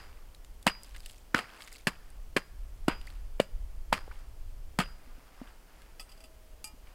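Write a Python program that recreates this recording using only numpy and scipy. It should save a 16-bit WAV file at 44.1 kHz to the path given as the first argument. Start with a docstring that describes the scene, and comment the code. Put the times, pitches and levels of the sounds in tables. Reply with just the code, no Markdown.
"""At the edge of a frozen forest lake, an axe chops a hole in the ice. Each impact excites damped modes
of the sheet and the steel head, and brittle fracture releases runs of snaps. Chips patter down, slush
and bubbles gurgle, and boots shift in wet snow. The axe is laid down and thin metal clinks, each ringing
in its own modes. Behind it are the hush and echo of the trees, light turbulent wind on the microphone
and, near the end, a faint far whine."""
import sys
import numpy as np
from scipy import signal
from scipy.fft import rfft, irfft, next_fast_len
from scipy.io import wavfile
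from scipy.ndimage import uniform_filter1d

SR = 44100
rng = np.random.default_rng(int(sys.argv[2]) if len(sys.argv) > 2 else 0)


def persist_wave(psi):
    """Save psi, clipped to +-1, as 16-bit WAV."""
    counts = np.round(np.clip(psi, -1, 1) * 32767).astype(np.int16)
    wavfile.write(sys.argv[1], SR, np.atleast_2d(counts).T)


N = 306054
CLOCK = np.arange(N) / SR  # scene time/s
T = np.arange(int(.7 * SR)) / SR  # time within one event/s

# Relative spectral densities: f/Hz, level/dB
HUSH_SPECTRUM = [(59, -39.5), (100, -3.5), (150, -6.5), (570, -8), (1760, -17), (3190, -18.5),
                 (3780, -22.5), (4770, -20), (5650, -22), (15000, -24), (16000, -28.5)]  # still forest air
WIND_SPECTRUM = [(8, -5), (25, 3.5), (45, -2.5), (70, -12), (100, -21.5), (150, -31), (300, -76),
                 (1000, -100)]  # turbulence at the microphone
GRIT_SPECTRUM = [(100, -7), (800, -6), (1700, -28), (2700, 4.5), (3800, -11), (4800, 8), (6000, -5),
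                 (10000, 0), (16000, -11)]  # grit scraping under metal
SLUSH_SPECTRUM = [(60, 1.5), (200, -9), (600, -4), (1300, 0.5), (2800, -9), (3800, -14), (4900, -8.5),
                  (6000, -20), (10000, -22), (16000, -35)]  # slush and wet snow
CHIP_SPECTRUM = [(200, -36.5), (1200, -2), (2500, 0.5), (4800, 4), (6000, -6.5), (8000, 2.5), (12000, -3.5),
                 (16000, -11.5)]  # small pieces of ice colliding
LEAD_IN_SPECTRUM = [(100, 2.5), (600, 6), (1600, 7.5), (3000, -12), (6000, -22.5), (16000, -61)]  # dull rush of noise just before a blow
CRACK_SPECTRUM = [(60, -68.5), (180, 4), (450, 4), (850, 0.5), (1500, 5), (2000, 0.5), (2900, 3.5),
                  (3700, -7.5), (4800, -5.5), (5900, -20), (7800, -13), (11000, -19.5), (16000, -31)]  # hard ice breaking
ECHO_SPECTRUM = [(80, 3.5), (300, -18.5), (1500, -8.5), (3000, -13.5), (6000, -7.0), (16000, -74)]

# Normal modes: f/Hz, relative level/dB, t60/s
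AXE_HEAD_MODES = [(4893, 0, .32), (4874, -9, .2), (4635, -10, .09), (2299, -21, .3), (9760, -30, .22)]  # the steel head in a blow
AXE_BODY_MODES = [(810, -9, 0.12), (1280, -3.5, 0.07), (2025, -6.5, 0.096), (2620, -1, 0.043),
                  (2735, -3, 0.082), (3020, -4.5, 0.11), (3380, 0, 0.04), (4800, -2, 0.068),
                  (4830, -1.5, 0.11), (7800, -7, 0.12), (8538, -9, .2)]  # the axe as it is laid down
THIN_METAL_MODES = [(860, -11.5, 0.24), (1264, -15.5, 0.24), (1860, -25, 0.35), (2400, -7, 0.17),
                    (2840, -14.5, 0.34), (3140, -16, 0.12), (4800, 1.5, 0.068), (4960, -8, 0.16),
                    (6030, -13, 0.11), (6940, -3, 0.096), (7700, -6, 0.15), (8320, 0, 0.076),
                    (9770, -6, 0.085), (10550, -1, 0.06), (11215, -9, 0.083), (11600, -7, 0.1),
                    (12500, -15, .08)]  # a thin metal object

# Strength of the wind on the microphone: t/s, level/dB
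WIND_LEVELS = [(0.0, -45), (0.04, -44.5), (0.89, -51), (0.93, -42), (1.59, -62), (2.32, -40), (2.47, -55),
               (2.51, -41.5), (3.36, -41.5), (3.44, -54), (3.52, -35.5), (3.86, -42.5), (4.76, -40.5),
               (4.83, -49), (5.16, -45.5), (5.2, -54.5), (6.9, -49), (6.94, -53)]
# Light impacts: t/s, level/dB
FOOTFALLS = [(5.072, -47), (5.179, -45.5), (5.415, -29.5), (6.246, -51), (6.735, -45.5)]  # boots on the edge of the ice
AXE_CONTACTS = [(5.9965, -50), (6.009, -57), (6.092, -63), (6.116, -62), (6.175, -68.5), (6.205, -63),
                (6.238, -59)]  # the axe settling
THIN_METAL_CONTACTS = [(6.6424, -43.5), (6.672, -56.5)]  # the thin metal touching down
# Swells of granular noise: centre t/s, duration/s, level/dB
SNOW_SHUFFLES = [(5.22, 0.66, -63), (5.45, 0.19, -57), (5.8, 0.39, -62), (6.12, .2, -64.5),
                 (6.9, 0.15, -63)]  # boots and clothes shifting on snow
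CRUMB_SHOWERS = [(.87, 0.094, -61), (1.06, 0.27, -58), (1.64, 0.14, -56.5), (1.755, 0.11, -52.5),
                 (3.08, .24, -67), (4.17, 0.12, -68)]  # ice crumbs shed as the blade is pulled free
# Air bubbles in the hole: t/s, level/dB, starting f/Hz, t60/s
HOLE_BUBBLES = [(3.074, -40.5, 1840, 0.036), (4.077, -50, 800, 0.015), (4.079, -34.5, 460, 0.011),
                (4.1134, -35, 1340, 0.013), (4.117, -48.5, 2090, 0.033), (5.416, -34, 670, 0.0087)]
# Larger chips landing or kicked: t/s, level/dB, f/Hz, treble shelf/dB
CHIP_IMPACTS = [(0.346, -49, 3840, -1), (0.4457, -48, 7000, -6), (0.627, -48.5, 3520, 9),
                (0.8334, -42, 4920, 26), (.8435, -49, 5000, 2), (0.9465, -47, 1590, -16),
                (0.963, -44.5, 2090, -7.5), (1.0039, -46, 4950, -3), (1.0597, -40, 2840, 2.5),
                (1.096, -45, 3120, -3), (1.111, -46, 11000, 8), (1.602, -45, 2220, -18),
                (1.6201, -39.5, 4870, -10), (1.6746, -44, 2110, -9), (1.7273, -42, 5000, 21),
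                (2.1027, -50, 9100, 11), (3.0138, -48.5, 2900, -6), (3.0705, -46.5, 4580, 1),
                (3.101, -48, 4340, -14), (5.473, -54.5, 1520, -29), (5.819, -54, 2120, -5),
                (6.870, -53, 2400, -19)]
# First cracks, then the ice giving way: t/s, level/dB, t60/s, f/Hz of the piece, treble shelf/dB
ICE_CRACKS = [(.6676, -10.5, 0.012, 1030, 7.5), (0.6749, -17.5, 0.05, 2300, 3.5),
              (0.6973, -31, 0.028, 1460, 4), (1.3462, -18, 0.024, 1560, -2.5), (1.3580, -32, 0.21, 1410, 1),
              (1.3800, -31.5, 0.026, 2650, 9), (1.3893, -26, 0.049, 1450, 0),
              (1.8704, -20, 0.066, 1970, 7.5), (1.8807, -27, 0.019, 1620, 4), (2.3648, -21, 0.062, 2140, 5),
              (2.3718, -20.5, 0.027, 1610, -21), (2.8818, -21, 0.037, 1210, 4.5),
              (2.894, -35, 0.22, 990, -9), (3.4000, -19.5, 0.031, 2550, 3.5), (3.4120, -44, 0.15, 604, 10),
              (3.928, -16, 0.013, 1350, 5), (3.9307, -16.5, 0.007, 2620, 7), (3.9350, -27, 0.05, 2180, 5),
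              (4.7884, -22.5, 0.044, 1940, 8.5), (4.8000, -24, 0.1, 1110, 1.5)]
# Axe blows: t/s, thump level/dB, thump f/Hz, knock level/dB, knock f/Hz, slush level/dB, slush t60/s,
# steel level/dB, rebound level/dB, backwash level/dB
AXE_BLOWS = [(-.09, -18, 220, -14, 900, -43.5, 0.83, -40, -35, -69),
             (0.6672, -17, 232, -9, 704, -33.5, 0.23, -34, -32, -64),
             (1.3465, -18.5, 328, 0, 1664, -31.5, 0.34, -48, -39, -53),
             (1.8706, -14.5, 201, -26, 900, -35, 0.21, -53, -31.5, -65.5),
             (2.3653, -11, 424, -15.5, 1630, -29, 0.13, -51.5, -37, -78),
             (2.882, -8.5, 303, -11.5, 683, -33, 0.21, -40, -42, -60),
             (3.4000, -20.5, 292, -4, 555, -62, 0.11, -55, -29, -83),
             (3.9272, -25.5, 263, -7, 930, -25.5, 0.2, -49, -34, -59),
             (4.789, -13, 185, -14.5, 870, -40, 0.36, -39.5, -38, -66)]


def amp(db):
    """Amplitude ratio: a factor of ten for every 20 dB."""
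    return 10 ** (np.asarray(db) / 20)


def unit(x):
    """Normalisation to an rms of 1."""
    return x / np.sqrt(np.mean(x ** 2) + 1e-20)


def decay(t60):
    """Exponential damping: 60 dB in t60 seconds."""
    return np.exp(-np.log(1000) * T / max(t60, 1e-3))


def add(mix, s, sound):
    """Superposition: a sound joins the mix at s seconds."""
    start = round(s * SR)
    sound = sound[max(-start, 0):]
    part = mix[max(start, 0):][:len(sound)]
    part += sound[:len(part)]


def colour(x, spectrum, piece_hz=1000, piece_db=0, treble_db=0, width=0.53):
    """Minimum-phase filter of unit power gain: a spectrum, a resonance (half-width/octaves), a shelf."""
    size = 2 * next_fast_len(len(x) // 2 + 2048)
    octave = np.log2(np.fft.rfftfreq(size, 1 / SR) + 1)
    hz, db = np.transpose(spectrum)
    resonance = piece_db / (1 + ((octave - np.log2(piece_hz)) / width) ** 2)
    shelf = treble_db * np.clip(octave - np.log2(3000), 0, 1)
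    log_gain = np.log(unit(amp(np.interp(octave, np.log2(hz), db) + resonance + shelf)))
    phase = -signal.hilbert(np.r_[log_gain, log_gain[-2:0:-1]]).imag[:len(octave)]
    return irfft(rfft(x, size) * np.exp(log_gain + 1j * phase))[:len(x)]


def grains(samples, per_s, spread_db):
    """Shot noise: independent clicks of uneven size, rms 1."""
    size = amp(spread_db * np.minimum(rng.exponential(1, samples), 4))
    return unit(size * rng.choice([-1, 1], samples) * (rng.random(samples) < per_s / SR))


def burst(t60, per_s, spread_db):
    """Decaying shot noise, whitened over broad bands but ragged in fine detail."""
    spectrum = rfft(grains(len(T), per_s, spread_db) * decay(t60))
    broad = np.sqrt(np.abs(uniform_filter1d(np.abs(spectrum) ** 2, size=701)) + 1e-20)
    clicks = irfft(spectrum / broad, len(T)) * decay(10 * t60)
    return clicks * np.linalg.norm(decay(t60)) / np.linalg.norm(clicks)


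def mode(hz, t60, glide=0):
    """Damped oscillator of frequency hz * (1 + 2 * glide * t)."""
    return np.sin(2 * np.pi * hz * (T + glide * T ** 2)) * decay(t60)


def pings(samples, per_s, low_hz, high_hz, cycles, spread_db, glide, count=24):
    """Random excitation of many small resonators, each with its own pitch; rms 1."""
    clicks, which = grains(samples, per_s, spread_db), rng.integers(0, count, samples)
    out = np.zeros(samples)
    for k, hz in enumerate(np.geomspace(low_hz, high_hz, count) * rng.uniform(1.0, 1.04, count)):
        ping = mode(hz, cycles / hz, glide)[:2048]
        out += signal.oaconvolve(clicks * (which == k), ping * np.sqrt(hz))[:samples]
    return unit(out)


def swells(rows):
    """Incoherent addition: Gaussian envelopes sum in power to give one gain curve."""
    return np.sqrt(sum((amp(db) * np.exp(-(2 * (CLOCK - s) / length) ** 2)) ** 2
                       for s, length, db in rows))


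def hush():
    """Stationary broadband noise: the still air of the forest."""
    return amp(-62.5) * colour(rng.standard_normal(N), HUSH_SPECTRUM)


def wind(eddy_db=1.5, eddy_s=.09):
    """Turbulence: passing eddies modulate a low rumble at the microphone."""
    strength_db = np.interp(CLOCK, *np.transpose(WIND_LEVELS))
    eddies = np.interp(CLOCK / eddy_s, np.arange(N), rng.standard_normal(N))
    return amp(strength_db + eddy_db * eddies) * colour(rng.standard_normal(N), WIND_SPECTRUM)


def whine(start_s=6.15, rise_s=0.058, fade_db_per_s=23, sag_hz_per_s=47):
    """Frequency modulation: a faint far tone wavers and sags as it fades."""
    age = np.maximum(CLOCK - start_s, 0)
    waver = unit(uniform_filter1d(rng.standard_normal(N), size=900))
    hz = 646 - sag_hz_per_s * age + 11 * waver
    level = np.minimum(age / rise_s, 1) * amp(-61.5 - fade_db_per_s * age)
    return level * np.sin(2 * np.pi * np.cumsum(hz) / SR)


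def forest_echo(x, echo_db, t60):
    """Scattering: the trunks return a thin, dull echo."""
    reflections = grains(len(T), 2000, 0.67) * decay(t60) * (1 - decay(0.052))
    tail = colour(reflections, ECHO_SPECTRUM)
    return amp(echo_db) * signal.fftconvolve(x, tail / np.linalg.norm(tail))[:N]


def flex(hz):
    """Flexural vibration: the loaded ice sheet gives a soft, short, low note."""
    return mode(hz, 11 / hz) * (1 - decay(0.013))


def wet_crunch():
    """Granular noise and bubble resonance: the crunch and gurgle of wet snow."""
    gurgle = pings(N, per_s=600, low_hz=620, high_hz=2900, cycles=18, spread_db=1.5, glide=6)
    return 0.66 * colour(grains(N, 1500, 2.5), SLUSH_SPECTRUM) + 0.5 * gurgle


def boots():
    """Compaction and bending: boots crunch wet snow and thud on the edge of the ice."""
    out = swells(SNOW_SHUFFLES) * wet_crunch()
    for s, db in FOOTFALLS:
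        add(out, s, amp(db) * flex(hz=252))
    return out


def metal_landing(contacts, modes, chatter_t60, grit_db, grit_t60):
    """Forced vibration: chattering contacts drive the metal's modes while grit scrapes beneath."""
    out = np.zeros(N)
    for s, db in contacts:
        chatter = burst(chatter_t60, per_s=2700, spread_db=5.5)
        for hz, mode_db, t60 in modes:
            driven = signal.fftconvolve(chatter, mode(hz, t60))[:len(T)]
            add(out, s, amp(db + mode_db) * unit(driven) * np.std(decay(t60)))
        scrape = burst(grit_t60, per_s=3800, spread_db=4.0)
        add(out, s, amp(db + grit_db) * colour(scrape, GRIT_SPECTRUM))
    return out


def water(delay_s=.21, wash_s=0.26):
    """Bubble resonance: slush gurgles back after each blow; bubbles rise in pitch as they surface."""
    backwash = swells([(s + delay_s, wash_s, db) for s, *_, db in AXE_BLOWS])
    out = backwash * wet_crunch()
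    for s, db, hz, t60 in HOLE_BUBBLES:
        add(out, s, amp(db) * mode(hz, t60, glide=21) * (1 - decay(0.0015)))
    return out


def debris(skitter_cycles=85):
    """Impact excitation: chips tick at their own resonances among showers of tinkling crumbs."""
    tinkle = pings(N, per_s=260, low_hz=2000, high_hz=9000, cycles=24, spread_db=3, glide=0)
    dust = colour(grains(N, 450, 3.5), CHIP_SPECTRUM)
    out = swells(CRUMB_SHOWERS) * (0.58 * tinkle + 0.67 * dust)
    for s, db, hz, treble_db in CHIP_IMPACTS:
        skitter = burst(skitter_cycles / hz, per_s=1100, spread_db=-1)  # longer for big, low chips
        tick = colour(skitter, CHIP_SPECTRUM, hz, piece_db=10.5, treble_db=treble_db, width=0.13)
        add(out, s, amp(db) * tick)
    return out


def fractures():
    """Brittle fracture: a rapid run of snaps, filtered by the resonance of the piece breaking off."""
    out = np.zeros(N)
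    for s, db, t60, hz, treble_db in ICE_CRACKS:
        snaps = burst(t60, per_s=6000, spread_db=1.5)
        crack = colour(snaps, CRACK_SPECTRUM, hz, piece_db=7.0, treble_db=treble_db, width=0.34)
        add(out, s, amp(db) * crack)
    return out


def splash(t60):
    """Droplet impacts and bubble resonance: a blow stirs the slush into spray and froth."""
    spray = colour(grains(len(T), 3500, 4.6), SLUSH_SPECTRUM)
    froth = pings(len(T), per_s=500, low_hz=900, high_hz=3020, cycles=30, spread_db=7.5, glide=9.6)
    return (0.54 * spray + 0.41 * froth) * decay(t60) * (1 - decay(0.051))


def steel_ring():
    """Modal superposition: the ring of the axe head swells briefly, then dies away."""
    ring = sum(amp(db) * rng.choice([-1, 1]) * mode(hz, t60) for hz, db, t60 in AXE_HEAD_MODES)
    return ring * (1 - decay(0.27))


def chops(cutoff_hz=149):
    """Impulse response: each blow sets the sheet and the axe head vibrating and throws up slush."""
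    sheet, out = np.zeros(N), np.zeros(N)
    for blow in AXE_BLOWS:
        s, thump_db, thump_hz, knock_db, knock_hz, slush_db, slush_t60, steel_db, rebound_db, _ = blow
        # water under the ice damps both modes within a few cycles
        add(sheet, s, amp(thump_db) * mode(thump_hz, 6 / thump_hz))
        add(sheet, s, amp(knock_db) * mode(knock_hz, 7 / knock_hz))
        add(sheet, s + .007, amp(rebound_db) * flex(hz=188))  # the sheet flexes back
        # a faint, dull, very short rush of noise just before each blow
        lead_in = colour(rng.standard_normal(len(T)) * decay(0.027), LEAD_IN_SPECTRUM)
        add(out, s - .003, amp(knock_db - 26.5) * lead_in)
        add(out, s, amp(slush_db) * splash(slush_t60))
        add(out, s, amp(steel_db) * steel_ring())
    # a high-pass keeps deep bass out of the sheet's notes
    bass_cut = signal.butter(3, cutoff_hz, "highpass", fs=SR, output="sos")
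    return out + signal.sosfilt(bass_cut, sheet)


def scene():
    """Superposition: the near sources, their echo and the background sum in one channel."""
    near = chops() + fractures() + debris() + water() + boots()
    near += metal_landing(AXE_CONTACTS, AXE_BODY_MODES, chatter_t60=.035, grit_db=3, grit_t60=.12)
    near += metal_landing(THIN_METAL_CONTACTS, THIN_METAL_MODES,
                          chatter_t60=.016, grit_db=1, grit_t60=.08)
    return (near + forest_echo(near, echo_db=-32.0, t60=.7) + hush() + wind() + whine())[None]


def record(dry):
    """Saturation and band limiting: the hardest peaks overload softly, then pass a low-pass filter."""
    ceiling, edge_hz = .34, 16000
    clipped = dry / (1 + (dry / ceiling) ** 6) ** (1 / 6)
    lowpass = signal.firwin(255, edge_hz, window=("kaiser", 8), fs=SR)
    return signal.oaconvolve(clipped, lowpass[None], "same")


dry = scene()
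out = record(dry)
persist_wave(out)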